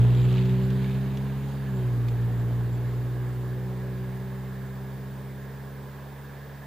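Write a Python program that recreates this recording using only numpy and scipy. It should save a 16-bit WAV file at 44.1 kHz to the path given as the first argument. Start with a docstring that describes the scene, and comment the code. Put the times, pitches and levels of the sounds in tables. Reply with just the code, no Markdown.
"""First heard, close by: the open exhaust of a four-cylinder car pulling away on a snowy road.
It shifts up once and fades into the distance; the pipe drones on crank orders and rasps with each firing.
Tyres hiss and crunch through slush and grit, as shaped noise with short snaps on top.
A small bird calls in thin, quavering tones from the woods, over a steady outdoor hush.
Two microphone ports hear it in stereo; the camera adds its own hiss and a faint high whine."""
import sys
import numpy as np
from scipy import signal
from scipy.fft import rfft, irfft, next_fast_len
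from scipy.io import wavfile
from scipy.ndimage import uniform_filter1d, map_coordinates

SR = 44100
rng = np.random.default_rng(int(sys.argv[2]) if len(sys.argv) > 2 else 0)


def dump_mix(stems):
    """Bounce the given channels to the path in sys.argv[1] as a 16-bit WAV at rate SR."""
    frames = np.atleast_2d(stems).T  # one column per channel
    limited = np.clip(frames, -1, 1)  # hard clip at full scale
    pcm = np.round(limited * 32767).astype(np.int16)
    wavfile.write(sys.argv[1], SR, pcm)


N = 293706

# The engine climbs, drops at the upshift and climbs again: (time [s], crank speed [Hz])
CRANK_SPEED = [(0.0, 59.28), (0.15, 61.52), (0.4, 62.93), (0.95, 65.41), (1.5, 68.12), (1.62, 67.7),
               (1.8, 62.66), (1.97, 59.63), (2.3, 59.22), (2.65, 59.81), (3.05, 61.4), (3.5, 62.18),
               (3.75, 63.39), (3.97, 63.09), (4.3, 64.47), (5.3, 66.41), (5.65, 67.41), (6.66, 69.68)]
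# Lines from unequal firings: (crank order, level against the mean of orders 1 and 3 [dB])
LOPE_LINES = [(.5, -28), (1.5, -11.5), (1.75, -10), (2.25, -17), (2.5, -22), (2.75, -17), (3.25, -19),
              (3.5, -24), (3.75, -19)]
# Overtones that follow the rasp: (crank order, relative level [dB])
BARK_LINES = [(4.5, -9.5), (4.75, 0.5), (5, 0.5), (6.25, -6), (6.5, -17), (6.75, 0), (7, -1), (8, -1),
              (10, -8.5)]
# Colour of the gas rushing from the pipe: (frequency [Hz], relative density [dB per Hz])
GAS_COLOUR = [(18, -33), (34, 3), (50, -4), (85, 5), (200, 2.5), (300, -12), (335, -17), (410, 0.5),
              (520, -7), (800, -8.2), (1300, -18), (2000, -25), (5000, -66)]
# The throttle eases for the upshift and opens in the new gear: (time [s], half width [s], rasp change [dB])
THROTTLE_MOVES = [(1.82, .22, -1.5), (3.3, 0.67, 1.3)]
# The rasp is stronger when the engine lugs, and softens with revs and with distance.
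RASP_DB, LUG_HZ, RASP_DB_PER_HZ, RASP_DB_PER_M = -48, 60.03, 1.32, 0.32


def exhaust():
    """Clean crank orders, the lope of unequal firings, and a puff of gas at every firing."""
    crank_hz, = curves(CRANK_SPEED)
    order_db = order_levels(crank_hz)
    throttle_db = sum(db * swell(s, width_s) for s, width_s, db in THROTTLE_MOVES)
    rasp_db = RASP_DB + throttle_db - RASP_DB_PER_HZ * (crank_hz - LUG_HZ)
    rasp_db = rasp_db - fade(db_per_m=RASP_DB_PER_M)
    angle = 2 * np.pi * np.cumsum(crank_hz) / SR

    # firings leave the pipe alternately early and late, which puts the odd orders a quarter cycle off
    drone = sum(amp(db + 0.54 * wobble(30)) * np.sin(k * angle + k % 2 * np.pi / 2)
                for k, db in order_db.items())

    # the unevenness repeats every four turns of the crank, so its lines fall on quarter orders
    imbalance_db = (order_db[1] + order_db[3]) / 2
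    lope = amp(imbalance_db) * sum(wavering_line(k, db, angle) for k, db in LOPE_LINES)
    bark = amp(rasp_db - 0.5) * sum(wavering_line(k, db, angle) for k, db in BARK_LINES)

    # the gas pulses twice a turn, with one of the two pulses stronger
    pulse_db = 4.4 * np.cos(2 * angle) + 2.9 * np.cos(angle)
    flutter_db = 4.2 * np.tanh(wobble(110))
    puffs = amp(pulse_db + flutter_db) * rng.standard_normal((2, N))
    gas = amp(rasp_db + 7.0) * spread(puffs, GAS_COLOUR)
    return np.sqrt(2) * (drone + lope + bark) + gas


def wavering_line(order, db, angle):
    """Combustion varies from cycle to cycle, so a weaker line wavers in size and timing."""
    phase = 0.22 * wobble(15) + rng.uniform(0, 2 * np.pi)
    return amp(db + 1.2 * wobble(5.9)) * np.sin(order * angle + phase)


# Each order swells as it sweeps through a pipe resonance; order 2 is the firing rate:
# (crank order, resonance [Hz], width [Hz], base level at resonance [dB], loss per doubling of distance [dB])
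PIPE_RESONANCES = [(1, 51.5, 21.4, -32.5, 5.5), (2, 118.5, 14.1, -16.5, 7.5), (3, 193, 17.7, -24.5, 8),
                   (4, 222, 62, -37, 8), (6, 378.7, 17, -33.5, 7), (9, 573, 25, -56.5, 1)]
# While the car is close the pipe points past the microphone, dulling the orders above the firing rate.
OFF_AXIS_DB_PER_ORDER, OFF_AXIS_S = 1.3, 0.31
# Order 3 comes from uneven firing and weakens as the revs rise above the lugging speed.
UNEVEN_DB_PER_HZ = 0.52
# The pipe cancels a narrow band just under the resonance of order 3.
NOTCH_HZ, NOTCH_WIDTH_HZ, NOTCH_DB = 184.1, 3.3, 7
# The firings even out briefly as the new gear takes hold, which weakens order 3.
SHIFT_S, SHIFT_WIDTH_S, SHIFT_DIP_DB = 2.06, 0.1, 8


def order_levels(crank_hz):
    """Level in dB of each crank order, from its place on the pipe's resonance and the car's distance."""
    off_axis_db = OFF_AXIS_DB_PER_ORDER * swell(0, OFF_AXIS_S)
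    levels = {}
    for k, hz, width_hz, db, loss_db in PIPE_RESONANCES:
        detuned_db = 10 * np.log10(1 + (2 * (k * crank_hz - hz) / width_hz) ** 2)
        levels[k] = db - detuned_db - max(k - 2, 0) * off_axis_db - fade(db_per_doubling=loss_db)
    uneven_db = UNEVEN_DB_PER_HZ * (crank_hz - LUG_HZ)
    notch_db = NOTCH_DB * np.exp(-((3 * crank_hz - NOTCH_HZ) / NOTCH_WIDTH_HZ) ** 2)
    levels[3] = levels[3] - uneven_db - notch_db - SHIFT_DIP_DB * swell(SHIFT_S, SHIFT_WIDTH_S)
    return levels


# Colours of tread roar, slush and fine spray: (frequency [Hz], relative density [dB per Hz])
ROAR_COLOUR = [(60, -24), (150, 0), (300, 4.5), (420, 0), (660, -2.5), (830, -0.5), (1100, -7.5),
               (1250, -6), (1700, -9), (2100, -11.5), (2600, -18.5), (6000, -46)]
SLUSH_COLOUR = [(900, -12), (1800, -4), (2500, 1.5), (3200, 1), (3800, -0.5), (4300, -6.5), (4900, -11),
                (5600, -22), (6700, -13.5), (9000, -27), (14000, -36)]
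SPRAY_COLOUR = [(2000, -13), (4500, 3), (5800, -11), (6700, -0.5), (7300, -2), (8200, -3), (11000, -3),
                (13500, -4), (14500, -28)]
# Wet patches that the tyres run through: (time [s], half width [s], extra slush [dB])
WET_PATCHES = [(0.359, 0.15, 6), (.88, .08, 5)]
PUDDLE_ROAR_SHARE = .3  # part of that rise which the tread roar follows
# Base level of each tyre noise, and how fast it fades with distance.
ROAR_DB, ROAR_DB_PER_M = -46.5, 0.33
SLUSH_DB, SLUSH_DB_PER_DOUBLING, SLUSH_DB_PER_M = -52, 2.5, 0.45
SPRAY_DB, SPRAY_DB_PER_M = -61.5, 0.16
# The tread roar swells as the car pulls harder in the new gear.
PULL_S, PULL_WIDTH_S, PULL_DB = 3.9, 0.64, 2.5


def tyres():
    """Tread roar, wet slush full of small crunches, and fine spray, each as patchy coloured noise."""
    wet_db = sum(db * swell(s, width_s) for s, width_s, db in WET_PATCHES)
    pull_db = PULL_DB * swell(PULL_S, PULL_WIDTH_S)
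    roar_db = ROAR_DB + PUDDLE_ROAR_SHARE * wet_db + pull_db - fade(db_per_m=ROAR_DB_PER_M)
    slush_db = SLUSH_DB + wet_db - fade(SLUSH_DB_PER_DOUBLING, SLUSH_DB_PER_M)
    spray_db = SPRAY_DB - fade(db_per_m=SPRAY_DB_PER_M)
    roar = amp(roar_db) * spread(patchy(depth_db=2.2), ROAR_COLOUR)
    # single crunches stand out less as the slush grows fainter
    nearness = amp(slush_db - slush_db.max())
    crunch = amp(3.8 * np.sqrt(nearness) * wobble(450))
    slush = amp(slush_db) * spread(patchy(depth_db=1.3) * crunch, SLUSH_COLOUR)
    spray = amp(spray_db) * spread(patchy(depth_db=2.7), SPRAY_COLOUR)
    return roar + slush + spray


# Grit snapping under the tyres: (time [s], level before gain and colour [dB])
GRIT_SNAPS = [(0.148, -47), (0.2044, -52), (0.3254, -47), (0.3694, -48), (0.4544, -48), (0.703, -47),
              (1.1714, -44.5), (2.084, -43.5)]
# Colour of a snap: (frequency [Hz], gain [dB])
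SNAP_COLOUR = [(400, -22), (800, -5), (2000, 1), (3400, 4), (4600, -2.5), (7000, -10.5), (12000, -20)]
SNAP_GAIN_DB = 9


def grit():
    """Bits of ice and gravel snap under the tread: noise bursts with a sharp rise and a quick decay."""
    track = np.zeros((2, N))
    t = np.arange(SR // 20) / SR
    for s, db in GRIT_SNAPS:
        # falls 60 dB in 32 ms
        envelope = amp(db + SNAP_GAIN_DB - 60 * t / 0.032) * (1 - np.exp(-t / 0.00054))
        shared = rng.standard_normal(len(t))
        separate = 0.55 * rng.standard_normal((2, len(t)))
        add(track, s, envelope * (shared + separate))
    return filtered(track, lambda hz: amp(along(SNAP_COLOUR, hz)))


# Bird calls from the woods: (time [s], peak level [dB])
BIRD_CALLS = [(.15, -62), (.215, -59), (.61, -62), (1.74, -62), (2.07, -65), (2.37, -68), (2.71, -62),
              (3.31, -70)]
CHIRP_S, CHIRP_HZ = 0.062, 7400


def bird():
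    """Short thin notes: sine tones that rise a little and quaver, each at a slightly different pitch."""
    track = np.zeros(N)
    u = np.linspace(0, 1, int(CHIRP_S * SR))
    quaver = .012 * np.sin(2 * np.pi * 85 * CHIRP_S * u)  # 85 Hz
    pitch_hz = CHIRP_HZ * (1 + 0.027 * (u - .5) + quaver)
    for s, db in BIRD_CALLS:
        angle = 2 * np.pi * np.cumsum(pitch_hz * rng.normal(1, 0.0042)) / SR
        add(track, s, amp(db) * np.sin(np.pi * u) * np.sin(angle))
    return track


# Colours of the outdoor hush and the microphone hiss: (frequency [Hz], relative density [dB per Hz])
HUSH_COLOUR = [(50, -9), (150, 2.5), (310, -5), (400, 8), (520, 3), (700, -1), (1080, 0.5), (1220, -6.5),
               (1450, -5.5), (1680, 1.5), (1900, -6.5), (2100, -9), (2500, -15.5), (5000, -31)]
HISS_COLOUR = [(1000, -3), (3000, 6), (3700, 9.5), (4200, 1.5), (4800, 5), (5600, 3), (6700, 0),
               (8000, -0.5), (13500, -3.5), (14200, 5), (14500, -29)]


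def background():
    """A steady outdoor hush with a nasal band, over the microphone's hiss, both as coloured noise."""
    hush = amp(-48) * spread(patchy(depth_db=1.5), HUSH_COLOUR)
    hiss = amp(-63.0) * spread(rng.standard_normal((2, N)), HISS_COLOUR)
    return hush + hiss


def amp(db):
    """Decibels to gain."""
    return 10 ** (np.asarray(db) / 20)


def unit(x):
    """Scale to rms 1."""
    return x / np.sqrt(np.mean(x ** 2) + 1e-20)


def along(points, hz):
    """Read (frequency [Hz], value) points on a log axis."""
    f, v = np.transpose(points)
    return np.interp(np.log(hz + 1), np.log(f + 1), v)


def curves(rows):
    """One value per sample for each column after the time."""
    s, *cols = np.transpose(rows)
    return [np.interp(np.arange(N) / SR, s, c) for c in cols]


def wobble(rate):
    """A smooth random curve with rate knots a second."""
    knots = rng.standard_normal(int(N * rate / SR) + 4)
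    coarse = np.linspace(0, N, 8192)
    return np.interp(np.arange(N), coarse, map_coordinates(knots, [coarse * rate / SR]))


def swell(s, width_s):
    """A smooth bump of height 1 around time s."""
    return np.exp(-((np.arange(N) / SR - s) / width_s) ** 2)


# The car's distance at the start and its steady speed away.
START_M, SPEED_M_PER_S = 12.07, 6.77


def fade(db_per_doubling=0, db_per_m=0):
    """Decibels lost as the car drives away at a steady speed."""
    travelled_m = SPEED_M_PER_S * np.arange(N) / SR
    return db_per_doubling * np.log2(1 + travelled_m / START_M) + db_per_m * travelled_m


def filtered(x, response):
    """x times a response of frequency."""
    size = next_fast_len(N + SR // 4)
    return irfft(rfft(x, size) * response(np.fft.rfftfreq(size, 1 / SR)), size)[..., :N]


# Left-right likeness of the noise: (frequency [Hz], likeness [0-1])
LIKENESS = [(100, .95), (400, .85), (1000, .7), (1700, .85), (2600, .82), (3600, .76), (5000, .45),
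            (9000, .08)]


def spread(pair, spectrum):
    """Two unrelated signals become one coloured stereo sound, its middle at rms 1."""
    def mid_side_gains(hz):
        turn = np.arccos(np.clip(along(LIKENESS, hz), -1, 1)) / 2
        return amp(along(spectrum, hz)) * [np.cos(turn), np.sin(turn)]

    mid, side = filtered(pair, mid_side_gains)
    return np.array([mid + side, mid - side]) / np.std(mid)


def patchy(depth_db):
    """Two noises whose level drifts in patches of time and frequency."""
    z = signal.stft(rng.standard_normal((2, N)), nperseg=512)[2]
    field = rng.standard_normal(z.shape[1:])
    field = uniform_filter1d(field, size=5, axis=0)  # across frequency
    field = uniform_filter1d(field, size=14, axis=1)  # across time
    return signal.istft(z * amp(depth_db * unit(field)), nperseg=512)[1][:, :N]


def add(track, s, sound):
    """Mix a sound into a track at time s."""
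    start = max(0, round(s * SR))
    part = track[..., start:start + sound.shape[-1]]
    part += sound[..., :part.shape[-1]]


# Level between the microphone ports: (frequency [Hz], left minus right [dB])
PORT_LEVEL = [(60, -.5), (125, -.6), (200, -1.2), (380, -2.1), (700, -2), (1290, -5.8), (2380, -1.8),
              (4400, -.3), (12000, .1)]
# Phase between the microphone ports: (frequency [Hz], lead of the left port [rad])
PORT_LEAD = [(64, -.4), (125, -.3), (250, -.16), (600, -.05), (1300, .1), (1700, .7), (2200, 0)]


def scene():
    """The car ahead on the road, heard by two ports that differ a little in level and phase."""
    outdoors = exhaust() + tyres() + grit() + bird() + background()

    def ports(hz):
        halves = [.5, -.5]
        level = amp(np.outer(halves, along(PORT_LEVEL, hz)))
        return level * np.exp(1j * np.outer(halves, along(PORT_LEAD, hz)))

    return filtered(outdoors, ports)


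WHINE_HZ, TOP_HZ = 14835.5, 15650


def record(dry):
    """The camera whines faintly, mostly on the left, and keeps nothing above its band limit."""
    side_gains = np.sqrt(2) * amp([[-60.5], [-72]])  # left, right
    tone = np.sin(2 * np.pi * WHINE_HZ * np.arange(N) / SR)
    whine = side_gains * amp(.35 * wobble(25)) * tone
    return filtered(dry + whine, lambda hz: hz < TOP_HZ)


dry = scene()
out = record(dry)
dump_mix(out)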